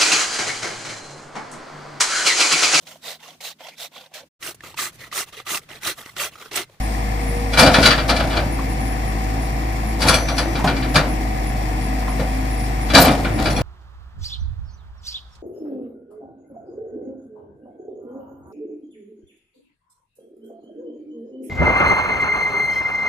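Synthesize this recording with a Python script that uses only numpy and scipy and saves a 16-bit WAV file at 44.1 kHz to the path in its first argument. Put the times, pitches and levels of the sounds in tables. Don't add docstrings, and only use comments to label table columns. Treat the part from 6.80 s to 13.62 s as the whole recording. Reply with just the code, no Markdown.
import sys
import numpy as np
from scipy import signal
from scipy.io import wavfile

SR = 44100
rng = np.random.default_rng(int(sys.argv[2]) if len(sys.argv) > 2 else 0)


def store_pcm(level_fs):
    pcm = np.round(np.clip(level_fs, -1, 1) * 32767).astype(np.int16)
    wavfile.write(sys.argv[1], SR, np.atleast_2d(pcm).T)


N = 300762
TIME = np.arange(N) / SR

# (time [s], firing rate [Hz])
FIRING_HZ = [(0.0, 53.1), (1.08, 53.1), (1.29, 54.6), (1.77, 54.5), (1.9, 53.2), (2.53, 53.1), (2.66, 54.5),
             (3.93, 54.5), (4.06, 51.8), (6.15, 51.8), (6.51, 53.6), (6.82, 51.8)]
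# (time [s], level over usual [dB])
EFFORT_DB = [(0, -4.5), (1.1, 1.5), (2.15, 0), (3.3, -3.5), (3.8, 4), (4.9, -1), (5.95, -2.5), (6.55, 6),
             (6.82, 5.5)]
# (multiple of firing rate [ratio], level [dB])
EXHAUST_ORDERS = [(1, -0.5), (2, -14), (2.5, -15), (3, -22), (4, -18.5), (5, -15.5), (6, -19)]
# (frequency [Hz], relative density [dB])
RUMBLE_SPECTRUM = [(25, -8), (45, -7), (70, -27), (105, -4.5), (180, -11), (315, -8.5), (400, -21.5),
                   (470, -15), (620, -28)]
CLATTER_SPECTRUM = [(550, -1.5), (690, 10), (860, 1), (960, 3.5), (1150, 1.5), (1500, -12), (1900, 3),
                    (2300, -1), (2800, -6.5), (3200, -29)]
HISS_SPECTRUM = [(3000, 11), (3600, -1), (4250, 5), (5050, 10.5), (5600, -0.5), (6200, 1.5), (7500, 1.5),
                 (10500, 0), (12000, -1), (13200, -7.5), (15400, -1)]
# (time [s], pitch [Hz], level [dB])
TURBO_CURVE = [(0, 8570, -52), (.6, 8510, -55), (1.3, 8550, -58), (4.3, 7720, -70), (4.9, 8080, -58),
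               (5.5, 8350, -57), (6.82, 8457, -58)]
# (time [s], length [s], pitch [Hz], level [dB])
PIN_SQUEAKS = [(0.384, .26, 10750, -44.5), (1.972, .2, 10770, -42.5), (5.3, 0.4, 10960, -52),
               (5.762, 0.11, 10340, -41), (6.195, 0.045, 14250, -17.5), (6.242, 0.018, 12200, -22)]
# (time [s], level [dB], extra lows [dB], extra treble [dB])
BUCKET_CLANKS = [(.733, -12.5, -6, -3), (0.773, -4, -10, -13), (.787, 0, -5.5, 0), (0.795, -3.5, -2, 5.5),
                 (.828, -5, -0.5, -1), (.863, -3, -1.5, -7), (.941, -1, -10, -7), (.984, -10.5, 1, -17),
                 (1.027, -2.5, -30, -3.5), (1.056, 2.5, -10, -3), (1.106, -1.5, -26, -12),
                 (1.178, -11.5, -4, -12), (1.199, -19, -11, -13), (1.292, -5, -3, -3),
                 (1.363, -12.5, -12, -3), (1.399, -12, -3.5, -17), (1.529, -16, -2, -21),
                 (1.568, -10, -3, -14), (3.218, -9, -10, 0), (3.283, -2.5, -9.5, 3.5),
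                 (3.341, -10.5, -14, 6.5), (3.484, -15.5, -3, -3), (3.580, -10, -5, -0.5),
                 (3.754, -17, -6, -8), (3.874, -9.5, -4.5, -12), (3.965, -19, -11, -7),
                 (4.024, -16.5, -14, -22), (4.156, -2, -4.5, -3.5), (5.395, -23, 3.5, -21),
                 (6.101, -13, -6, -8), (6.149, 5, -4, -5), (6.177, -4.5, -13, 7.5), (6.214, -14.5, 6, 16),
                 (6.249, -16, 3, 5), (6.281, -10.5, 1.5, -31), (6.447, -15, -4, -33), (6.657, -11, -2, -6)]
# (frequency [Hz], level [dB], t60 [s])
BUCKET_MODES = [(154, -13, .35), (274, -12, .35), (510, -13, .25), (613, -12, .25), (717, -12, .2),
                (822, -12, .22), (947, -17, .22), (1175, -14, .15), (1391, -13, .15), (1464, -13, .2),
                (1730, -17, .16), (2335, -10, .16), (2372, -11, .2), (2940, -17, .15), (3400, -13, .11),
                (3958, -13, .18), (4250, -13, .08), (4554, -10, .15), (4635, -12, .17), (4950, -12, .08),
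                (9510, -23, .16), (10000, -27, .16)]
# (frequency [Hz], relative density [dB])
PLATE_SPECTRUM = [(60, 15), (140, 4), (280, 9.5), (390, -7), (540, 6.5), (740, 9), (950, -9.5),
                  (1350, -3.5), (1950, -11), (2900, -12), (4700, -7.5), (6300, -15.5), (10000, -16),
                  (15000, -32)]
# (frequency [Hz], base t60 [s])
PLATE_T60_S = [(100, 0.2), (700, 0.33), (2500, 0.24), (6000, 0.14), (14000, 0.12)]
# (time [s], length [s], level [dB])
STROKES = [(0.802, 0.28, -22), (1.349, 0.2, -31), (3.189, .15, -23), (3.583, 0.43, -44), (6.167, .15, -22),
           (6.579, .2, -28.5)]
# (time [s], level [dB], nominal pitch [Hz])
STONE_KNOCKS = [(0.984, -16, 615), (1.787, -31, 1200), (3.256, -20, 900), (3.300, -17.5, 1210),
                (3.791, -24, 1050), (3.842, -13.5, 850), (4.16, -14.5, 1200), (5.279, -28, 1115),
                (5.395, -21.5, 570), (6.180, -12, 800), (6.28, -13, 290.2), (6.450, -28, 1580)]
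# (time [s], level [dB])
LINK_CLINKS = [(3.229, -32), (3.283, -21), (3.341, -20), (3.487, -31.5), (3.583, -27), (6.704, -31.5),
               (6.764, -29)]
# (frequency [Hz], level [dB], t60 [s])
LINK_MODES = [(2436, 4.5, 0.069), (3380, 1.5, 0.14), (4320, -3, 0.25), (5690, 3, 0.086), (7600, -12, 0.087),
              (9660, -23, 0.25), (10500, -8, 0.31), (9900, -5, 0.12)]
# (frequency [Hz], left-right correlation [ratio], left over right [dB])
ENGINE_STEREO = [(60, 0.7, -3), (350, 0.99, 2.5), (644, 0.093, -4), (940, 0.43, 7.5), (1220, 1, -1),
                 (1780, 0.25, 7.5), (2530, 0.21, 2), (3430, 1, -3), (5300, 0.24, 8), (7000, 0.36, 1.5),
                 (8450, 0.2, 0.5), (14000, 0.19, 2)]
BUCKET_STEREO = [(100, 0.98, 1.5), (704, 0.96, 1), (1340, 0.33, 2), (2350, 0.8, 3.5), (3570, 0.53, -2),
                 (4700, 0.32, 7.5), (7200, 0.067, 0.5), (14000, 0.067, 5.5)]

USUAL_FIRING_HZ, HUNT_HZ = 51.35, 0.498
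EXHAUST_LAG_S, HOUSING_LAG_S = .00024, .00055
CUTOFF_HZ = 15500


def from_db(db):
    return 10 ** (np.asarray(db) / 20)


def unit_rms(x):
    return x / np.sqrt(np.mean(x ** 2) + 1e-20)


def in_time(rows):
    times_s, *columns = np.transpose(rows)
    return [np.interp(TIME, times_s, column) for column in columns]


def at_hz(points, hz, column=1):
    table = np.array(points)
    return np.interp(np.log(hz), np.log(table[:, 0]), table[:, column])


def drift(rate_hz):
    step, settle = 40, 2000
    pole = np.exp(-2 * np.pi * rate_hz * step / SR)
    white = rng.standard_normal(N // step + settle + 2)
    slow = signal.lfilter([1], [1, -2 * pole, pole * pole], white)[settle:]
    return np.interp(np.arange(N) / step, np.arange(len(slow)), unit_rms(slow))


def cycle(hz):
    return 2 * np.pi * np.cumsum(hz) / SR


def butter(x, order, hz, kind):
    return signal.sosfilt(signal.butter(order, hz, kind, fs=SR, output="sos"), x)


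def clicks(times_s, sizes):
    out = np.full(N, 1e-18)
    np.add.at(out, np.clip(np.asarray(times_s) * SR, 0, N - 1).astype(int), sizes)
    return out


def pan(db):
    return from_db(np.array([[db], [-db]]) / 2)


def from_right(pair, lag_s):
    return np.array([np.roll(pair[0], int(lag_s * SR)), pair[1]])


def bands(spectrum, image, per_octave, grain_db=0):
    low_hz, high_hz = spectrum[0][0], min(spectrum[-1][0], CUTOFF_HZ)
    edges_hz = np.geomspace(low_hz, high_hz, int(per_octave * np.log2(high_hz / low_hz)) + 2)
    centres_hz = np.sqrt(edges_hz[1:] * edges_hz[:-1])
    gains = from_db(at_hz(spectrum, centres_hz)) * np.sqrt(np.diff(edges_hz))
    white = rng.standard_normal((2, 2, N)) * from_db(grain_db * np.clip(drift(145), -2, 2))
    for k, hz in enumerate(centres_hz):
        mid, side = unit_rms(butter(white[k % 2], 2, edges_hz[k:k + 2], "band"))
        alike = at_hz(image, hz)
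        pair = np.sqrt((1 + alike) / 2) * mid + np.sqrt((1 - alike) / 2) * side * [[1], [-1]]
        yield hz, pair * pan(at_hz(image, hz, column=2)) * gains[k] / np.linalg.norm(gains)


def strike(modes, times_s, level_db, scatter_db, rise_s):
    hz, mode_db, t60_s = np.transpose(modes)
    age_s = TIME[:int(min(t60_s.max(), 1) * SR)]
    waves = np.exp(np.outer(2j * np.pi * hz - np.log(1000) / t60_s, age_s))
    waves *= 1 - np.exp(-age_s / rise_s)
    shape = (len(times_s), len(hz))
    blow_db = np.transpose([level_db(f) for f in hz])
    sizes = from_db(blow_db + mode_db + scatter_db * rng.standard_normal(shape))
    phases = rng.uniform(0, 2 * np.pi, shape)
    apart_rad = np.arccos(at_hz(BUCKET_STEREO, hz)) * rng.standard_normal(shape)
    left_db = at_hz(BUCKET_STEREO, hz, column=2)
    out = np.zeros((2, N))
    for side, sign in zip(out, (1, -1)):
        gains = sizes * np.exp(1j * (phases + sign * apart_rad / 2)) * from_db(sign * left_db / 2)
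        for s, sound in zip(times_s, (gains @ waves).real):
            start = int(s * SR)
            side[start:start + len(age_s)] += sound[:N - start]
    return out


def engine_noise(spectrum):
    return sum(noise for hz, noise in bands(spectrum, ENGINE_STEREO, per_octave=4))


def loaded_db(usual_db, slope):
    return usual_db + slope * in_time(EFFORT_DB)[0]


def overspeed_hz():
    return in_time(FIRING_HZ)[0] - USUAL_FIRING_HZ


def exhaust(firing_rad, fade_db_per_hz=0.3):
    tone_db = loaded_db(-19, slope=-0.22) - fade_db_per_hz * overspeed_hz()
    tones = 0
    for multiple, db in EXHAUST_ORDERS:
        unsteady_db = 0.94 * (multiple - 1) * drift(3.9)
        tone = np.sin(multiple * firing_rad + rng.uniform(0, 2 * np.pi))
        tones += from_db(tone_db + db + unsteady_db) * tone
    rumble_db = loaded_db(-29.5, slope=0.85) + 3 * np.cos(firing_rad)
    return tones * pan(1.5) + from_db(rumble_db) * engine_noise(RUMBLE_SPECTRUM)


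def engine_housing(firing_rad):
    clatter_db = loaded_db(-31, slope=.1) + np.cos(firing_rad) + 0.8 * np.cos(2 * firing_rad)
    clatter = from_db(clatter_db) * engine_noise(CLATTER_SPECTRUM)
    hiss_db = loaded_db(-40.5, slope=-0.091) + drift(43)
    return clatter + from_db(hiss_db) * engine_noise(HISS_SPECTRUM)


def pump(firing_rad, strain_s=0.59, half_width_s=.26, strain_db=13.4, fade_db_per_hz=0.7):
    piston_db = -43 + strain_db * np.exp(-((TIME - strain_s) / half_width_s) ** 2)
    piston = from_db(piston_db + 1.2 * drift(10)) * np.sin(9 * firing_rad)
    whine_rad = cycle(np.full(N, 480.0)) + 5.3 * firing_rad
    whine = (1 + .5 * drift(69)) * np.sin(whine_rad) + .5 * drift(45) * np.cos(whine_rad)
    whine_db = -34 - fade_db_per_hz * np.maximum(overspeed_hz(), 0)
    return piston + from_db(whine_db) * whine


def turbo(flutter_db=3.7, jitter_hz=45):
    hz, db = in_time(TURBO_CURVE)
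    return from_db(db + flutter_db * drift(9.1)) * np.sin(cycle(hz + jitter_hz * drift(150.74)))


def faint_squeaks(count=20, length_s=.07, hz=10702, spread_hz=259, db=-42.5):
    times_s = (np.arange(count) + rng.random(count)) / count * TIME[-1]
    pitches_hz = hz + spread_hz * rng.standard_normal(count)
    return [(s, length_s, pitch_hz, db) for s, pitch_hz in zip(times_s, pitches_hz)]


def pin_squeaks(glide_hz=100, glide_spread_hz=230):
    out = np.zeros((2, N))
    for s, length_s, hz, db in PIN_SQUEAKS + faint_squeaks():
        size, start = int(length_s * SR), int(s * SR)
        width_hz = np.interp(db, [-44, -25], [90, 400])
        rasp = butter(rng.standard_normal((2, 2, SR))[..., :size], 2, width_hz, "low")
        slide_hz = glide_hz + glide_spread_hz * rng.standard_normal()
        phase = cycle(hz + slide_hz * np.linspace(-.5, .5, size))
        voice = unit_rms(rasp[0] * np.sin(phase) + rasp[1] * np.cos(phase))
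        squeak = from_db(db) * signal.windows.tukey(size, .5) * voice
        out[:, start:start + size] += squeak[:, :N - start]
    return out


def plate_crash(times_s, level_db, crash_db=-4.5, stretch=1.29, graze_s=0.014):
    rattle = from_db(1.2 * drift(78))
    lead, age_s = int(graze_s * SR), TIME[:SR // 2]
    out = np.zeros((2, N))
    for hz, noise in bands(PLATE_SPECTRUM, BUCKET_STEREO, per_octave=3):
        rise_s = 0.018 * (3000 / hz) ** 0.27
        t60_s = stretch * at_hz(PLATE_T60_S, hz)
        shape = np.exp(-2 * np.log(1000) * age_s / t60_s) * (1 - np.exp(-age_s / rise_s))
        energy = np.zeros(N)
        for s, gain in zip(times_s, from_db(level_db(hz) + crash_db)):
            start = int(s * SR)
            energy[start:start + len(age_s)] += gain ** 2 * shape[:N - start]
        graze = from_db(-1.5) ** 2 * np.pad(energy[lead:], (0, lead))
        out += noise * rattle * np.sqrt(energy + graze)
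    return out


def bucket(weak_count=150):
    times_s, blow_db, lows_db, treble_db = np.transpose(BUCKET_CLANKS + bucket_taps())

    def level_db(hz):
        lows = at_hz([(750, 1), (1400, 0)], hz)
        treble = at_hz([(3500, 0), (8000, 1)], hz)
        return blow_db + lows * lows_db + treble * treble_db

    ring_db = -5.5 - 0.025 * blow_db
    strong = strike(BUCKET_MODES, times_s, lambda hz: level_db(hz) + ring_db,
                    scatter_db=3, rise_s=0.00054)
    weak_hz = np.geomspace(900, 11000, weak_count) * np.exp(.006 * rng.standard_normal(weak_count))
    weak_modes = [(hz, at_hz(PLATE_SPECTRUM, hz) + 6 * np.log10(hz / 1000), .8 * at_hz(PLATE_T60_S, hz))
                  for hz in weak_hz]
    weak = strike(weak_modes, times_s, lambda hz: level_db(hz) - 22, scatter_db=4.5, rise_s=.004)
    return strong + weak + plate_crash(times_s, level_db)


def scrape(trickle_db=-55, attack_s=.025, t60_s=0.52):
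    level = from_db(trickle_db)
    for s, length_s, db in STROKES:
        attack = np.clip((TIME - s) / attack_s, 0, 1)
        release = np.exp(-np.log(1000) * np.maximum(TIME - s - length_s, 0) / t60_s)
        level = level + from_db(db) * attack * release
    clumps = from_db(2 * drift(48))
    grit = sum(noise for hz, noise in bands(PLATE_SPECTRUM, BUCKET_STEREO, per_octave=2, grain_db=2.5))
    return level * clumps * grit


def bucket_taps(per_stroke=2, over_stroke_db=10.9, lows_db=1, treble_db=-26):
    places = (np.arange(per_stroke) + rng.random((len(STROKES), per_stroke))) / per_stroke
    return [(min(s + length_s * place, TIME[-1]), db + over_stroke_db, lows_db, treble_db)
            for (s, length_s, db), row in zip(STROKES, places) for place in row]


def knock(times_s, db, hz, rise_s=0.00074, t60_s=0.2):
    body = unit_rms(butter(rng.standard_normal(N), 1, [hz / 1.186, hz * 0.98], "band"))
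    decay_pole = np.exp(-2 * np.log(1000) / (t60_s * SR))
    rise_pole = np.exp(-1 / (rise_s * SR))
    energy = signal.lfilter([1], [1, -decay_pole], clicks(times_s, from_db(db) ** 2))
    return body * np.sqrt(signal.lfilter([1 - rise_pole], [1, -rise_pole], energy))


def stones(thud_hz=165, equal_db=-13, thud_slope=1.44):
    times_s, knock_db, _ = np.transpose(STONE_KNOCKS)
    thuds = knock(times_s, equal_db + thud_slope * (knock_db - equal_db), thud_hz)
    return thuds + sum(knock([s], [db], hz) for s, db, hz in STONE_KNOCKS)


def link():
    times_s, db = np.transpose(LINK_CLINKS)
    return strike(LINK_MODES, times_s, lambda hz: db, scatter_db=1.5, rise_s=0.00066)


def tooth(time_s=3.284, hz=5950, db=-28, t60_s=1.4):
    age_s = np.maximum(TIME - time_s, 0)
    return from_db(db - 60 * age_s / t60_s) * np.sin(2 * np.pi * hz * age_s)


def scene():
    firing_rad = cycle(in_time(FIRING_HZ)[0] + HUNT_HZ * drift(4.96))
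    drone = from_right(exhaust(firing_rad) + pump(firing_rad) + turbo(), EXHAUST_LAG_S)
    housing = from_right(engine_housing(firing_rad), HOUSING_LAG_S)
    return drone + housing + bucket() + link() + tooth() + stones() + scrape() + pin_squeaks()


def record(dry):
    lowpass = signal.ellip(12, .1, 70, CUTOFF_HZ, fs=SR, output="sos")
    return signal.sosfilt(lowpass, np.clip(dry, -1, 1))


dry = scene()
out = record(dry)
store_pcm(out)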